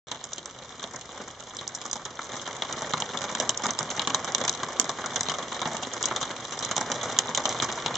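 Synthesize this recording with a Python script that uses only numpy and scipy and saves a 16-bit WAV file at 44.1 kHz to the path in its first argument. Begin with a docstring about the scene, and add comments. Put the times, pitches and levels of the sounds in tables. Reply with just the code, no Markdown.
"""Hail falls on stone-tiled roofs and hard ground in a walled yard, growing heavier after two seconds.
Each pellet gives a dull knock, a stony clack and an icy tick; near ones click sharply and some bounce,
far ones merge into a wash over a low rumble of outdoor air. The walls return a short tail.
The camera's microphone pair has four deep notches and a narrow band that rings thinly at its edge."""
import sys
import numpy as np
from scipy import signal
from scipy.fft import rfft, irfft
from scipy.io import wavfile

SR = 44100
rng = np.random.default_rng(int(sys.argv[2]) if len(sys.argv) > 2 else 0)


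def bounce(signal):
    """Save signal as a 16-bit WAV file at the path given by the first command-line argument."""
    frames = np.transpose(np.atleast_2d(signal))
    limited = np.clip(frames, -1, 1)
    pcm = np.round(limited * 32767).astype(np.int16)
    wavfile.write(sys.argv[1], SR, pcm)


N = 351477
TAPS = 4096  # samples in one impact or filter response
HZ = np.fft.rfftfreq(TAPS, 1 / SR)

# The loudest, nearest hits, levels before trim:
# t/s, knock/dB, tile pitch/Hz, clack/dB, tick/dB, base half-life/ms, left minus right/dB
PELLETS = [(0.1152, -34.5, 900, -32, -36.0, 3, -3), (0.2407, -47, 800, -59, -34.5, 1.9, -2),
           (0.3327, -53, 790, -43, -32.5, 2.0, -1), (0.3809, -41.5, 455, -38, -39, 2.7, -1),
           (0.4577, -45, 1320, -56, -36.5, 1.3, -4), (0.8277, -38, 1090, -53, -39, 4.6, 1),
           (0.8399, -36, 720, -34.5, -45, 2.4, -4), (0.941, -37.5, 520, -60, -65, 5.3, 2),
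           (1.0117, -52, 720, -44.5, -43, 3.9, 1), (1.2013, -35, 400, -45, -54, 7.3, 0),
           (1.5681, -46, 440, -46, -35.5, 1.4, -1), (1.5881, -47, 540, -35, -48, 3.2, 2),
           (1.6111, -41, 1130, -44, -46.0, 4.0, -2), (1.6774, -51, 820, -50, -30, 1.6, -2),
           (1.7492, -46, 540, -48, -31, 3.6, -2), (1.8144, -41, 1100, -40.5, -38.5, 5.1, -1),
           (1.8543, -35, 1280, -47, -39, 2.1, -3), (1.9129, -52, 870, -48, -32, 1.9, -3),
           (1.9304, -37.5, 910, -38, -28, 3.3, -2), (1.9562, -35.5, 1070, -45, -40.5, 3.9, -3),
           (2.052, -58, 1070, -40, -35, 2.9, -4), (2.1913, -30, 1290, -48, -53, 1.1, -3),
           (2.3656, -36.0, 1190, -45, -37.5, 5.8, -3), (2.4761, -34.0, 940, -45, -40, 2.5, -1),
           (2.6213, -31, 560, -27.5, -37.5, 3, 2), (2.7259, -50, 1160, -38, -32.5, 2.0, 0),
           (2.7832, -38, 490, -40, -43, 4.4, -3), (2.8204, -34, 740, -48, -35, 1.3, -1),
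           (2.9355, -22.5, 1130, -28, -34.5, 2.1, -1), (3.0017, -35, 1140, -39, -30.5, 3.4, -2),
           (3.0216, -30.0, 870, -28, -43, 1.1, 0), (3.1724, -42, 500, -30.5, -34, 2.3, 8),
           (3.2172, -35, 1420, -37, -36, 2.9, -5), (3.2406, -30.5, 930, -38, -38, 2.5, -1),
           (3.3506, -30.5, 980, -31.5, -31.5, 2.4, -1), (3.4001, -26.5, 570, -30, -25, 3.7, -2),
           (3.4247, -29, 1100, -44, -41, 13, -5), (3.4926, -29, 1110, -25.5, -20.0, 2, -4.5),
           (3.5749, -52, 750, -50.5, -28.5, 1.5, -2), (3.6362, -25.5, 1140, -34.5, -30, 7.6, -4),
           (3.6572, -26, 1110, -35, -37, 1.7, -3), (3.6662, -33.5, 544, -43.5, -29, 1.4, -2),
           (3.6856, -29, 1000, -32.5, -49, 7.7, 3), (3.7066, -42, 930, -43, -28, 2.3, -3),
           (3.7892, -31.5, 1180, -35, -26, 1.8, -5), (3.8061, -29.5, 1113, -40.5, -51.5, 3.8, 2),
           (3.829, -36, 560, -45, -35, 1.3, 0), (3.9022, -31.5, 760, -47, -31.5, 12, -3),
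           (3.9944, -30.5, 1080, -24, -37, 2.1, 2), (4.0179, -34, 1250, -34, -35, 3.4, 0),
           (4.0734, -25.5, 1080, -27.5, -29, 2.4, -1), (4.1032, -42, 1080, -32.5, -38, 1.5, -3),
           (4.1458, -24.5, 1020, -24.5, -24, 2.7, 1), (4.2447, -33.5, 1150, -39.5, -34.5, 2.6, -3),
           (4.2763, -28.5, 770, -38, -40, 7.0, -2), (4.3481, -31, 1060, -24.5, -22.5, 2.2, -1),
           (4.4136, -27, 524, -34.0, -35, 3.4, -3), (4.4383, -29.5, 1130, -36, -36, 6.1, -2),
           (4.4506, -30.5, 860, -42, -30, 1.7, -1), (4.4791, -31.5, 1110, -26.5, -27, 2.9, -1),
           (4.4945, -35, 1090, -30.0, -23.5, 1.6, 0), (4.6326, -26.5, 1090, -39, -35.5, 2.5, -1),
           (4.7979, -29, 1130, -27.5, -17.5, 1.4, -6.5), (4.8433, -37, 660, -41, -37, 2, 2),
           (4.8932, -28.5, 1100, -33.0, -31, 3.5, 2), (4.9857, -32.5, 895, -45, -43, 9.4, -4),
           (5.04, -30.5, 1340, -52, -54, 5, -4), (5.06, -32.5, 1120, -42, -32.5, 3, 2),
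           (5.1588, -29, 1440, -29, -26, 4.3, -4), (5.2084, -31.5, 880, -32.5, -25, 1.6, 0),
           (5.2321, -40.5, 570, -40, -32.5, 2.7, -3), (5.286, -31.5, 1110, -30, -37, 1.5, -1),
           (5.2963, -31, 1120, -29, -32, 3.6, 3), (5.3178, -33, 1100, -41.0, -35.5, 2, -2),
           (5.3393, -30.5, 1230, -36.5, -39, 5.3, -1), (5.5207, -30.5, 1100, -35.0, -48, 4.1, -2),
           (5.5435, -40, 480, -37, -46, 7.9, 2), (5.6162, -27, 1080, -33.5, -41, 3.2, 0),
           (5.6549, -26.5, 900, -34, -44.5, 3.8, -4), (5.7141, -32, 733, -42.0, -41.5, 9.5, -5),
           (5.7679, -41, 1130, -36.5, -36, 1.8, 0), (5.8322, -39.5, 595, -34, -38, 3.8, 1),
           (6.0272, -43, 1120, -42, -26.5, 1.8, -1), (6.0388, -31, 1090, -30.0, -35, 3.5, 1),
           (6.0562, -43, 1200, -36, -22.5, 2.1, -3), (6.112, -25.5, 1140, -42, -50, 3.5, 4),
           (6.1616, -29.5, 1220, -29.5, -30.5, 3.5, -1), (6.2128, -30.5, 1080, -35, -33.5, 5.2, 2),
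           (6.2286, -31, 1240, -30.5, -35, 3.3, 0), (6.5217, -33, 1230, -36.5, -35.5, 8.9, 1),
           (6.5907, -46, 990, -46, -30.5, 1.7, -7), (6.6244, -32, 1050, -31.5, -33, 13, 0),
           (6.6492, -44, 1040, -40, -30, 1.3, -2), (6.7117, -27, 1090, -32.0, -29, 5.6, -4),
           (6.7654, -32, 900, -34, -27.5, 3, -3), (6.7794, -26.5, 860, -32.5, -29, 1.2, -2),
           (6.811, -26.5, 870, -42, -31.0, 1.6, -4), (6.9001, -27, 1090, -50, -45, 6.5, -1),
           (6.917, -31.5, 710, -31.5, -27.5, 2.7, -4), (7.031, -29, 1360, -37, -33, 7.2, -6),
           (7.1885, -27.5, 945, -22.5, -17.5, 1.6, -2), (7.3483, -36, 920, -28, -27.0, 3.3, 1),
           (7.3747, -25, 1110, -28.5, -26.5, 2.9, -2), (7.4547, -25, 1200, -25.5, -26.5, 2.9, 1),
           (7.492, -41, 680, -38, -30, 2.1, -2), (7.5467, -30.5, 1190, -44, -42, 3.5, -1),
           (7.6004, -33, 970, -27.0, -50, 1.7, -1), (7.6227, -24.5, 1090, -30.5, -26.5, 5.7, -3),
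           (7.6446, -38, 1110, -44.5, -32.5, 2.4, -3), (7.8612, -26.5, 930, -24.5, -33, 2.5, 4),
           (7.9548, -42, 1110, -29.5, -30.5, 1.3, -2)]


def gain_of(db):
    """Decibels to amplitude."""
    return 10 ** (np.asarray(db) / 20)


def unit_rms(x):
    """Scales to rms 1."""
    return x / np.sqrt(np.mean(x ** 2) + 1e-20)


def curve_at(points, hz):
    """Reads a table on a log-frequency axis."""
    f, value = np.transpose(points)
    return np.interp(np.log(hz + 1), np.log(f + 1), value)


def colour(points):
    """The minimum-phase response of an EQ curve."""
    log_gain = np.log(gain_of(curve_at(points, HZ)))
    mirrored = np.r_[log_gain, log_gain[-2:0:-1]]
    return np.exp(np.conj(signal.hilbert(mirrored)))[:len(HZ)]


def mic_pair(spectra, hz):
    """Turns two unrelated spectra into left and right, alike in the bass and wider above."""
    # Stereo width of the two microphones: f/Hz, side minus mid/dB
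    width_curve = [(30, -31.5), (90, -47), (250, -43), (500, -28.5), (1100, -19.5), (1700, -8),
                   (2500, -4.5), (3400, -4.5), (4200, -4), (5600, -6.5), (8000, -4)]
    width = gain_of(curve_at(width_curve, hz))
    mid, side = spectra[0], width * spectra[1]
    return np.array([mid + side, mid - side]) / np.sqrt(1 + width ** 2)


def panned(pan_db):
    """Constant-power pan gains; positive leans left."""
    return unit_rms(gain_of([[pan_db / 2], [-pan_db / 2]]))


def shower(s):
    """Low and high band levels at times s: the hail swells, the highs less than the lows."""
    # Strength of the shower: t/s, level/dB
    strength = [(0.3, -47.5), (1.13, -45), (1.55, -47.5), (2.22, -43.5), (2.32, -41.5), (2.79, -38.5),
                (3.37, -37.5), (3.49, -38.5), (3.67, -41.5), (4.01, -36.5), (5.11, -39), (6.16, -37),
                (6.35, -37.5), (6.56, -40), (6.86, -36.5), (7.37, -37), (7.54, -34.5), (7.95, -35.5)]
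    low_db = np.interp(s, *np.transpose(strength))
    full_low_db, full_high_db, high_follows = -35.5, -41.5, 0.77
    return low_db, full_high_db + high_follows * (low_db - full_low_db)


def wash(spectrum, level_db, per_s, ring_s):
    """A grainy bed: noise whose power jumps at random moments and dies away."""
    strikes = rng.exponential(1, N) * (rng.random(N) < per_s / SR)
    power = signal.lfilter([1], [1, -np.exp(-1 / (ring_s * SR))], strikes)
    grains = np.sqrt(power) * rng.standard_normal((2, N))
    stereo = irfft(mic_pair(rfft(grains), np.fft.rfftfreq(N, 1 / SR)), N)
    bed = signal.oaconvolve(stereo, irfft(colour(spectrum))[None], axes=1)[:, :N]
    return gain_of(level_db) * unit_rms(bed)


def far_hail():
    """Countless distant impacts merge into a dull body and a bright fizz."""
    # Body of the far hail: f/Hz, level/dB
    body_eq = [(20, -35), (45, -19), (80, -8), (130, 0.5), (190, -7.5), (250, -3.5), (320, -4), (500, 3),
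               (800, -0.5), (1150, 1.5), (1600, -4), (2300, -5), (3200, -8.5), (6000, -53)]
    # Fizz of the far hail: f/Hz, level/dB
    fizz_eq = [(1200, -21.5), (2400, -5.5), (3400, 3), (4400, 1), (6000, 3), (7000, -1), (7800, -3.5),
               (9000, -30)]
    low_db, high_db = shower(np.arange(N) / SR)
    body = wash(body_eq, low_db - 1.92, per_s=700, ring_s=0.0063)
    fizz = wash(fizz_eq, high_db - 0.5, per_s=2100, ring_s=0.0018)
    return body + fizz * panned(-1.2)


def air_rumble():
    """Outdoor air rumbles steadily under the hail."""
    # Low end of the open air: f/Hz, level/dB
    rumble_eq = [(20, -15), (45, -1.5), (90, 4.5), (130, 7), (260, -3.5), (700, -26)]
    return wash(rumble_eq, level_db=-57.5, per_s=1800, ring_s=.05)


def tile(hz, width_hz, ring_db):
    """One damped mode of a stone tile, standing out of a flat response."""
    return 1 + gain_of(ring_db) / (1 + 2j * (HZ - hz) / width_hz)


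def burst(response, half_ms, scatter_db, scatter_ms, direct_db):
    """One voice of an impact: direct snap, crack, and scatter from the tiles around."""
    ms = np.arange(TAPS) * 1000 / SR
    snap = gain_of(direct_db) ** 2 * np.exp(-half_ms) * (ms < 1)  # only near, short impacts keep it
    crack = 2 ** (-ms / half_ms) / half_ms
    scatter = gain_of(scatter_db) ** 2 * 2 ** (-ms / scatter_ms) / scatter_ms
    noise = np.sqrt(snap + crack + scatter) * rng.standard_normal((2, TAPS))
    voice = irfft(mic_pair(rfft(noise), HZ) * response)
    return unit_rms(voice) * np.sqrt(SR / 100 / TAPS)  # the energy of 10 ms at rms 1


def impacts(rows, knock_trim_db, clack_trim_db, tick_trim_db):
    """Pellets strike stone: the tick dies first, the knock lasts longest. Rows are as in PELLETS."""
    # Dull knock of the tile: f/Hz, level/dB
    knock_eq = [(40, -33.5), (120, -3), (250, -0.5), (350, -5), (500, -0.5), (800, -1), (1150, 0),
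                (1600, -3.5), (2300, -4), (3000, -33.5), (5000, -49.5)]
    # Stony clack: f/Hz, level/dB
    clack_eq = [(1500, -23), (2400, -6.5), (3000, -2), (3600, 1), (4300, -3), (5000, -10), (7000, -51.5)]
    # Icy tick: f/Hz, level/dB
    tick_eq = [(3000, -49), (4400, -8), (5100, 2), (6000, 5), (7000, 1.5), (7700, -2), (9000, -17)]
    knock_tone, clack_tone, tick_tone = colour(knock_eq), colour(clack_eq), colour(tick_eq)
    out = np.zeros((2, N))
    for s, knock_db, hz, clack_db, tick_db, half_ms, pan_db in rows:
        low_mode = knock_tone * tile(hz, width_hz=170, ring_db=3.5)
        knock = burst(low_mode, 1.2 + 0.71 * half_ms, scatter_db=-14.5, scatter_ms=18, direct_db=7.0)
        high_mode = clack_tone * tile(rng.uniform(2540, 4000), width_hz=360, ring_db=3)
        clack = burst(high_mode, 0.75 * half_ms, scatter_db=-18.0, scatter_ms=6.4, direct_db=6.5)
        tick = burst(tick_tone, 0.53 * half_ms, scatter_db=-20.0, scatter_ms=3.7, direct_db=6)
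        bright = gain_of(clack_db + clack_trim_db) * clack + gain_of(tick_db + tick_trim_db) * tick
        hit = gain_of(knock_db + knock_trim_db) * knock + bright * panned(pan_db)
        slot = out[:, round(s * SR):][:, :TAPS]
        slot += hit[:, :slot.shape[1]]
    return out


def patter(count=560, spread_db=3.0, tilt_db=5.0, colour_db=6.8, lean_db=-2.0, width_db=3):
    """Small pellets farther off land at random, as strongly as the shower falls."""
    when, size, hardness, brightness, slab, length, side = rng.random((count, 7)).T
    s = when * N / SR
    low_db, high_db = shower(s)
    size_db = spread_db * np.minimum(-np.log(1 - size), 2.2)
    hard_db = tilt_db * (2 * hardness - 1)  # hard ice ticks, slush knocks
    bright_db = colour_db * (2 * brightness - 1)
    knock_db, top_db = low_db + size_db - hard_db, high_db + size_db + .5 * hard_db
    tile_hz, half_ms = 420 * 5 ** slab, 1.0 + 3 * length
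    pan_db = lean_db + width_db * (2 * side - 1)
    rows = np.transpose([s, knock_db, tile_hz, top_db - bright_db, top_db + bright_db, half_ms, pan_db])
    return impacts(rows, knock_trim_db=-7.5, clack_trim_db=-4.0, tick_trim_db=-5.5)


def roof_taps(count=75, spread_db=3.5, tilt_db=8.0, colour_db=4.5, lean_db=1.0, width_db=7.0):
    """Middling pellets keep hitting the roof: hard ice gives a short tick, soft ice a longer knock."""
    when, size, hardness, brightness, slab, side = rng.uniform(-1, 1, (count, 6)).T
    s = (np.arange(count) + .5 + .5 * when) / count * N / SR  # one tap in each equal time slot
    low_db, high_db = shower(s)
    size_db, hard_db, bright_db = spread_db * size, tilt_db * hardness, colour_db * brightness
    knock_db, top_db = low_db + size_db - hard_db, high_db + size_db + .5 * hard_db
    tile_hz, half_ms = 1000 * 2 ** (0.36 * slab), 3.5 * 2 ** -hardness
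    pan_db = lean_db + width_db * side
    rows = np.transpose([s, knock_db, tile_hz, top_db - bright_db, top_db + bright_db, half_ms, pan_db])
    return impacts(rows, knock_trim_db=1.0, clack_trim_db=-1.5, tick_trim_db=5.0)


def near_pellets():
    """Large pellets click sharply on stone close to the microphones."""
    return impacts(PELLETS, knock_trim_db=0.63, clack_trim_db=3.0, tick_trim_db=3.5)


def bounces(share=.45, soonest_s=.011, latest_s=.06, trim_db=-10.5):
    """Some large pellets hop and land again on the same tile, the same sound but weaker."""
    chance, flight = rng.random((len(PELLETS), 2)).T
    s, *same_voice = np.transpose(PELLETS)
    landing_s = s + soonest_s + (latest_s - soonest_s) * flight ** 2
    rows = np.transpose([landing_s, *same_voice])[chance < share]
    return impacts(rows, knock_trim_db=trim_db, clack_trim_db=trim_db, tick_trim_db=trim_db)


def yard_tail(x, build_s=0.014):
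    """Dense echoes build up between the stone walls; the treble dies first."""
    # Reverb time of the yard: f/Hz, t60/s
    decay_times = [(150, 0.46), (1000, 0.17), (3500, 0.055), (8000, 0.085)]
    hz, t, noise = signal.stft(rng.standard_normal((2, SR // 2)), SR, nperseg=256)
    decay = gain_of(-60 * t / curve_at(decay_times, hz)[:, None])
    onset = 1 - np.exp(-t / build_s)
    tail = signal.istft(mic_pair(noise, hz[:, None]) * decay * onset, SR, nperseg=256)[1]
    return signal.fftconvolve(x.mean(0)[None], tail / np.linalg.norm(tail[0]), axes=1)[:, :N]


def ring(x, hz, width_hz):
    """A narrow resonance with a peak gain of 1."""
    return signal.lfilter(*signal.iirpeak(hz, hz / width_hz, SR), x)


def low_pass(x, edge_hz, taps):
    """A steep high cut."""
    kernel = signal.firwin(taps, edge_hz, window=("kaiser", 7), fs=SR)
    return signal.oaconvolve(x, kernel[None], "same")


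def scene():
    """Single hits and their wall echoes, over the far wash and the rumble."""
    hail = near_pellets() + bounces() + roof_taps() + patter()
    return hail + gain_of(-17) * yard_tail(hail) + far_hail() + air_rumble()


def record(dry):
    """Yard resonances, then the camera: notches, a narrow band with a ringing edge, a hard ceiling."""
    # Narrow resonances of the yard: f/Hz, width/Hz, boost/dB
    resonances = [(242, 17, 4.5), (353, 16, 5), (746, 29, 1.5), (1122, 26, 2)]
    # Notches of the microphones: f/Hz, width/Hz
    notches = [(2595, 556), (4597, 606), (5426, 450), (7913, 420)]
    start_s, whine_hz = .07, 7996
    x = dry * (np.arange(N) > start_s * SR)  # the sound cuts in after a brief silence
    for hz, width_hz, boost_db in resonances:
        x = x + (gain_of(boost_db) - 1) * ring(x, hz, width_hz)
    whine = gain_of(-2.5) * ring(ring(x, whine_hz, width_hz=68), whine_hz, width_hz=68)
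    for hz, width_hz in notches:
        x = x - .97 * ring(x, hz, width_hz)
    x = low_pass(x, edge_hz=8050, taps=141) + whine
    return low_pass(np.clip(x, -1, 1), edge_hz=15800, taps=255)


dry = scene()
out = record(dry)
bounce(out)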